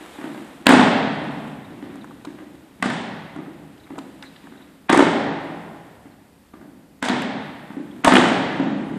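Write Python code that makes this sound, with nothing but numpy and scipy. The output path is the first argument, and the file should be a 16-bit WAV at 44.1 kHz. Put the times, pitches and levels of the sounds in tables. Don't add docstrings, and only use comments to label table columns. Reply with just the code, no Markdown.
import sys
import numpy as np
from scipy import signal
from scipy.fft import rfft, irfft
from scipy.io import wavfile
from scipy.ndimage import uniform_filter1d

SR = 44100
rng = np.random.default_rng(int(sys.argv[2]) if len(sys.argv) > 2 else 0)


def voltage_ratio(level):
    return 10 ** (np.asarray(level, float) / 20)


def unload_wav(signal):
    wavfile.write(
        sys.argv[1],
        SR,
        np.round(np.clip(np.atleast_2d(signal).T, -1, 1) * 32767).astype(np.int16),
    )


N = 396018


def colour(x, points):
    hz, db = np.transpose(points)
    f = np.maximum(np.fft.rfftfreq(len(x), 1 / SR), 1)
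    level_db = np.interp(np.log(f), np.log(hz), db, db[0] - 30, db[-1] - 30)
    return irfft(rfft(x) * voltage_ratio(level_db), len(x))


def unit(x):
    return x / np.sqrt(np.mean(x ** 2))


def add(track, s, sound):
    i = int(s * SR)
    track[i:i + len(sound)] += sound[:len(track) - i]


def walk(rate_hz):
    k = int(SR / rate_hz)
    held = np.repeat(rng.standard_normal(N // k + 1), k)
    return 0.92 * uniform_filter1d(uniform_filter1d(held, k), k)[:N]


def burst(points, length_s, t, rise_s):
    noise = unit(colour(rng.standard_normal(len(t)), points))
    y = noise * (1 - np.exp(-t / rise_s)) * np.exp(-t / length_s)
    return y / np.abs(y).max()


def all_round(points, like):
    pulse = np.roll(colour(signal.unit_impulse(len(like)), points), 128)
    return unit(pulse) * np.sqrt(np.mean(like ** 2))


# pitch_hz, width_hz, level_db
BOARD_MODES = [(108.6, 140, -23.5), (179.7, 51, -8), (245.5, 39.5, 3.5), (286.3, 45.4, 13), (351, 62, -1.5)]


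def thud(t, push_s, spot):
    hz, width_hz, db = np.transpose(BOARD_MODES)[:, :, None]
    chance = rng.standard_normal((2, len(BOARD_MODES), 1))
    level = voltage_ratio(db + 2.5 * chance[0])
    mode_hz = spot * hz * (1 + 0.039 * chance[1])
    ring = level * np.exp(-np.pi * width_hz * t) * np.sin(2 * np.pi * mode_hz * t)
    y = ring.sum(axis=0) * (1 - np.exp(-t / push_s))
    return y / np.abs(y).max()


# start_s, board_pitch_ratio, hall_share_db, hardness_db_per_octave
BEATS = [(0, 1.02, -0.5, -1), (.65, 0.99, 0, -0.5), (1.2, 0.96, 9, 0), (1.69, 0.97, 4, 1),
         (2.26, 1.006, 0.5, -1), (2.79, .82, 2, 0.5), (3.34, 0.99, -2.5, -6.5), (3.89, 0.97, -1, -3.5),
         (4.42, 0.97, 3, 1), (4.88, 1.067, -1.5, -0.85), (6.0, 0.967, 2.5, -2), (7.0, 0.96, 3, 1),
         (7.68, 1.047, -1, -4), (8.03, 1.004, -1, 0.45), (8.5, 1, 2.5, -3)]
# pitch_hz, density_db_per_hz
SOLE = [(210, -29.5), (350, -9.5), (388, -4), (436, -16), (512, -14), (683, -4.5), (880, -4), (1270, -6.5),
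        (1930, -7), (2400, -15), (2850, -16), (3590, -15.5), (5500, -32), (7150, -51.5), (12100, -120)]
# pitch_hz, density_db_per_hz
SOLE_TOP = [(2650, -28), (4500, -5), (6360, 2), (8820, 4.5), (10800, -7.5), (14500, -16.5), (15500, -45)]
# pitch_hz, level_db
BOARD_LEAD = [(500, -15), (1100, -2.5), (1800, -1), (2600, -7.5), (5000, -42.5)]
BOARD_LOW_HZ = 103
LATE_S, LATE_HARDNESS_DB, LATE_HALL_DB = 0.091, -2.2, 1


def feet(rows, slap_s, rise_s, push_s, lead_db, boom_db):
    near, sent, t = np.zeros(N), np.zeros(N), np.arange(4096) / SR
    for s, slap_db, thud_db, top_db in rows:
        start_s, spot, hall_db, hardness = [beat for beat in BEATS if beat[0] <= s + 0.02][-1]
        late = np.clip((s - start_s) / LATE_S, 0, 1)
        hall_db = hall_db + late * LATE_HALL_DB
        hardness = hardness + late * LATE_HARDNESS_DB
        sole = [(hz, db + hardness * np.log2(hz / 1000)) for hz, db in SOLE]
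        slap = voltage_ratio(slap_db) * burst(sole, slap_s, t, rise_s)
        top = voltage_ratio(top_db) * burst(SOLE_TOP, 0.56 * slap_s, t, 0.00015)
        boards = voltage_ratio(thud_db) * thud(t, push_s, spot)
        add(near, s, slap + top + boards)
        spread = voltage_ratio(boom_db) * boards * np.exp(-t / 0.013)
        to_hall = all_round(sole, slap) + voltage_ratio(-2.5) * all_round(SOLE_TOP, top) + spread
        add(sent, s, voltage_ratio(hall_db) * to_hall)
        lead = voltage_ratio(slap_db + lead_db) * burst(BOARD_LEAD, 0.0036, t[:400], 0.0001)[::-1]
        add(near, max(s - 400 / SR, 0), lead)
    low_cut = signal.butter(2, BOARD_LOW_HZ, "high", fs=SR, output="sos")
    return signal.sosfilt(low_cut, [near, sent])


# start_s, slap_db, thud_re_slap_db, top_re_slap_db
STAMPS = [(0.658, -20, -8.5, -14), (0.667, 0.5, -6.5, -29), (0.691, -3.5, -0.5, -11.5),
          (0.718, -8.5, -10, -11), (0.734, -9.5, 7, -14), (0.794, -5, 0.5, -26), (2.826, -12, -5.5, -14),
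          (2.857, -27, 12, -21), (2.901, -19.5, -21, -12.5), (4.894, -4, -13, -28),
          (4.899, -8.5, 3.5, -14.5), (4.928, -5, -2, -13), (4.974, -13.5, 7, -6.5), (4.992, -1, -1, -24.5),
          (7.026, -10, -8, -14.5), (7.084, -11, -9, -29), (7.099, -17.5, 5.5, -28), (7.137, -22.5, 0, -25),
          (8.046, -2, -8, -12), (8.078, -2, -7.5, -17), (8.121, -4.5, 0, -23), (8.152, -6.5, 1, -21),
          (8.164, -8, -1, -12.5), (8.192, -15.5, 3, -15), (8.241, -6.5, -8.5, -22), (8.137, -5.5, 1.5, -13),
          (8.181, -8, -1, -16), (8.285, -14, -2.5, -14.5), (.706, -2, -5, -28), (4.946, -12.5, -6, -14)]


def hard_stamps():
    rows = [(s, slap, slap + boards, slap + top) for s, slap, boards, top in STAMPS]
    return feet(rows, slap_s=0.0056, rise_s=0.00063, push_s=0.0017, lead_db=-16.5, boom_db=-0.62)


# start_s, thud_db, slap_re_thud_db
STEPS = [(0.009, -31.5, -6), (0.186, -27, -3.5), (0.213, -28, -0.5), (0.241, -21, -6), (0.296, -30.5, -9.5),
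         (0.347, -30.5, 1), (1.217, -25.5, -8), (1.705, -29.5, -12), (1.825, -26.5, -7.5), (1.903, -36, -4),
         (1.949, -40, -9.5), (2.271, -25.5, -8), (2.387, -31.5, -3), (2.799, -33, -10), (3.361, -23, -8),
         (3.387, -24.5, -6.5), (3.479, -28, -13), (3.905, -27, -8), (3.957, -33, -2), (4.44, -33.5, -11),
         (4.521, -38, -1), (4.607, -46.5, 1), (6.055, -36.5, -6.5), (6.538, -33, -5.5),
         (6.613, -35.5, -4.5), (6.676, -40.5, -22), (3.923, -29, -8), (3.982, -30, -12), (4.008, -35, -15),
         (0.158, -38.5, 4.5),
         (7.703, -29.5, -4.5), (7.768, -20, -14), (7.8, -28, -13.5), (7.99, -33, -12),
              (8.528, -19.5, -4.5), (8.598, -10.5, -8), (8.654, -20, -11), (8.813, -33.5, -9.5),
              (8.922, -21, -20)]
STEP_TOP_DB = -24


def marching_steps():
    rows = [(s, boards + slap, boards, boards + slap + STEP_TOP_DB)
            for s, boards, slap in STEPS]
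    return feet(rows, slap_s=0.0042, rise_s=0.001, push_s=0.0055, lead_db=-8, boom_db=2.2)


# start_s, level_db, pitch_hz, top_re_tick_db, length_s
TICKS = [(1.956, -35.5, 1060, -9, 0.003), (2.043, -30, 1280, -18, 0.0055),
         (2.109, -30.5, 1010, -50, 0.0041), (2.212, -45.5, 1920, -39, 0.0044),
         (2.248, -29, 1090, -15, 0.0076), (3.362, -32.5, 1180, -16, 0.0035), (3.868, -39, 1740, -21, 0.006),
         (3.904, -34, 1237, -29, 0.004), (3.926, -43, 930, -27, 0.0022), (3.981, -24, 990, -14, 0.0047),
         (4.224, -34, 1720, -14, 0.025), (4.47, -35, 1300, -19, 0.0046), (6.536, -41, 956, -25.5, 0.0038)]
# start_s, level_db, pitch_hz, top_re_tick_db, length_s
HIGH_TICKS = [(0.345, -40, 3430, -23.5, 0.0016), (2.2506, -31.5, 3480, -7, 0.0035),
              (3.698, -56, 3700, -28, 0.0033), (3.779, -44.5, 3660, -13, 0.0026),
              (3.9873, -29.5, 3530, -8.5, 0.003), (4.225, -27.5, 3820, -34, 0.0025),
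              (4.361, -39, 3370, -24, 0.003)]
# start_s, level_db, pitch_hz, top_re_crack_db,
# length_s
CRACKS = [(.668, 7, 3200, -12, 0.001), (0.81, -8.5, 850, -32, 0.0087), (2.825, -10, 1950, -14, 0.0029),
          (4.945, -3.5, 840, -28, 0.0051), (7.22, -19, 1940, -9, 0.0028), (7.086, -13, 3600, -7.5, 0.0014),
          (7.095, -15, 3300, -17, 0.0018), (7.051, -24, 4500, -6, .003), (8.052, -7.5, 1600, -26, 0.0026),
          (8.071, -3, 830, -25, 0.009), (8.167, -2.5, 2800, -32, 0.0034), (8.154, -3, 2500, -19, 0.0043),
          (4.925, -18, 6100, -17, 0.005), (4.974, -19, 8000, -8, .002), (2.858, -21, 530, -13.5, .003)]


def ticks():
    out, t = np.zeros(N), np.arange(2048) / SR
    for s, db, hz, top_db, length_s in TICKS + HIGH_TICKS + CRACKS:
        length_s = max(length_s, 0.0005)
        body = [(0.14 * hz, -12), (0.67 * hz, -4), (hz, 0), (1.34 * hz, -5), (1.6 * hz, -22)]
        ring = burst(body, length_s, t, 0.00056)
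        edge = voltage_ratio(top_db) * burst(SOLE_TOP, length_s, t, 0.00021)
        add(out, s, voltage_ratio(db) * (ring + edge))
    return out


# start_s, level_db, start_hz, end_hz, length_s
SQUEAKS = [(.001, -57.5, 3750, 3700, 0.071), (0.11, -52.5, 3680, 3630, 0.092),
           (1.638, -50, 4000, 3597, 0.028), (2.005, -49, 4000, 3540, 0.027), (3.79, -55, 3660, 3980, 0.025),
           (3.827, -53.5, 4000, 3655, 0.03), (4.229, -48.5, 4090, 3840, .08),
           (4.567, -53, 3630, 3900, 0.024), (4.608, -54.5, 4000, 3720, 0.034),
           (6.107, -64, 4200, 4145, .03), (7.906, -49, 3440, 3400, 0.018)]


def squeaks():
    out = np.zeros(N)
    for s, db, start_hz, end_hz, length_s in SQUEAKS:
        n = int(length_s * SR)
        wobble = 1 + 0.32 * uniform_filter1d(rng.standard_normal(4096), 30)[:n]
        phase = 2 * np.pi * np.cumsum(np.linspace(start_hz, end_hz, n) * wobble) / SR
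        add(out, s, voltage_ratio(db) * np.hanning(n) * np.sin(phase))
    return out


# delay_s, level_db, strongest_hz
ECHOES = [
    (0.01, -10.5, 1543),
    (0.03, -9.5, 796),
    (.074, -14, 1200),
]


def echoes(x):
    response, t = np.zeros(8192), np.arange(1024) / SR
    for delay_s, db, hz in ECHOES:
        trusses = [(100, -8), (hz, 0), (4000, -6), (12000, -12)]
        add(response, delay_s, voltage_ratio(db) * burst(trusses, 0.0068, t, 0.0006) / 6)
    return signal.fftconvolve(x, response)[:N]


# pitch_hz, t60_s, level_db
HALL = [(83, 7.5, -14.5), (159.3, 2.43, 1), (259, 1.53, -2), (540, 1.77, 1.5), (1200, 1.76, -5.5),
        (2630, 1.63, 0), (4480, 1.255, 1), (7660, 0.71, 3.5), (12000, 0.14, -1)]
HALL_DB, HALL_BUILD_S = -32.5, 0.013


def hall(x):
    t = np.arange(3 * SR) / SR
    spectrum = rfft(rng.standard_normal(len(t)))
    log_f = np.log(np.maximum(np.fft.rfftfreq(len(t), 1 / SR), 1))
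    log_centres = np.log([row[0] for row in HALL])
    tail = np.zeros(len(t))
    for k, (hz, t60_s, db) in enumerate(HALL):
        share = np.interp(log_f, log_centres, np.eye(len(HALL))[k])
        tail += voltage_ratio(db - 60 * t / t60_s) * irfft(spectrum * share, len(t))
    build_up = 1 - np.exp(-(t / HALL_BUILD_S) ** 2)
    return signal.fftconvolve(x, voltage_ratio(HALL_DB) * tail * build_up)[:N]


# pitch_hz, density_db_per_hz
CLOTH = [(250, 0), (500, 4.5), (1100, 1), (2000, -2), (3800, -7), (4500, -15), (6000, -18.5), (8000, -13),
         (10000, -17), (12500, -20.5), (14600, -25.5)]
# time_s, rustle_db
MOTION = [(0, -54.5), (.25, -53.5), (.6, -59), (1.6, -61), (2.8, -66.5), (3.7, -64), (4.45, -62.5),
          (4.8, -69.5), (5.6, -64), (6.4, -70.5), (7.0, -71.5), (7.65, -64), (8.98, -59.5)]
# start_s, flap_db
HALTS = [
    (.68, -61),
    (2.83, -69),
    (4.91, -56),
    (7.03, -70),
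    (8.06, -57),
]
FLAP_T60_S, FREEZE_DB, FREEZE_S = 0.9, -19, 0.28


def rustle():
    grains = voltage_ratio(2.6 * np.minimum(rng.exponential(size=N), 8.5)) * rng.standard_normal(N)
    t = np.arange(N) / SR
    moving, flaps = voltage_ratio(np.interp(t, *np.transpose(MOTION))), np.zeros(N)
    for s, db in HALTS:
        since = np.maximum(t - s, 0)
        moving = moving * voltage_ratio(FREEZE_DB * (t > s) * np.exp(-(since / FREEZE_S) ** 4))
        flaps += (t > s) * voltage_ratio(db - 60 * since / FLAP_T60_S)
    return unit(colour(grains, CLOTH)) * (moving + flaps) * voltage_ratio(9.5 + 1.3 * walk(5.8))


# pitch_hz, density_db_per_hz
AIR = [(15, -35.5), (25, -22), (75, -2), (130, -15.5), (175, -6.5), (380, -12), (1200, -28.5), (3300, -35),
       (4600, -27), (6000, -32.5), (8300, -30), (11000, -30.5), (14600, -31)]
AIR_DB = -52.5


def ventilation():
    return unit(colour(rng.standard_normal(N), AIR)) * voltage_ratio(AIR_DB - 5.5 + 0.62 * walk(8.8))


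def scene():
    stamps, stamps_sent = hard_stamps()
    steps, steps_sent = marching_steps()
    small = ticks() + squeaks()
    room = echoes(stamps + steps) + hall(stamps_sent) + hall(steps_sent + voltage_ratio(-11.0) * small)
    return (stamps + steps + small + room + rustle() + ventilation())[None]


STARVE_HZ, STARVE_DB = 7800, -58


def starve(x):
    f, _, z = signal.stft(x, SR, nperseg=1024)
    power = np.abs(z) ** 2
    band = uniform_filter1d(power, size=7, axis=0)
    whole = uniform_filter1d(power.sum(axis=0), size=3)
    lost = (band < voltage_ratio(STARVE_DB) ** 2 * whole) & (f[:, None] > STARVE_HZ)
    return signal.istft(z * ~lost, SR, nperseg=1024)[1][:N]


def top_cut(x):
    return signal.sosfilt(signal.butter(12, 15960, fs=SR, output="sos"), x)


def record(dry):
    clipped = np.clip(dry[0], -1, 1)
    return top_cut(starve(clipped)[None])


dry = scene()
out = record(dry)
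unload_wav(out)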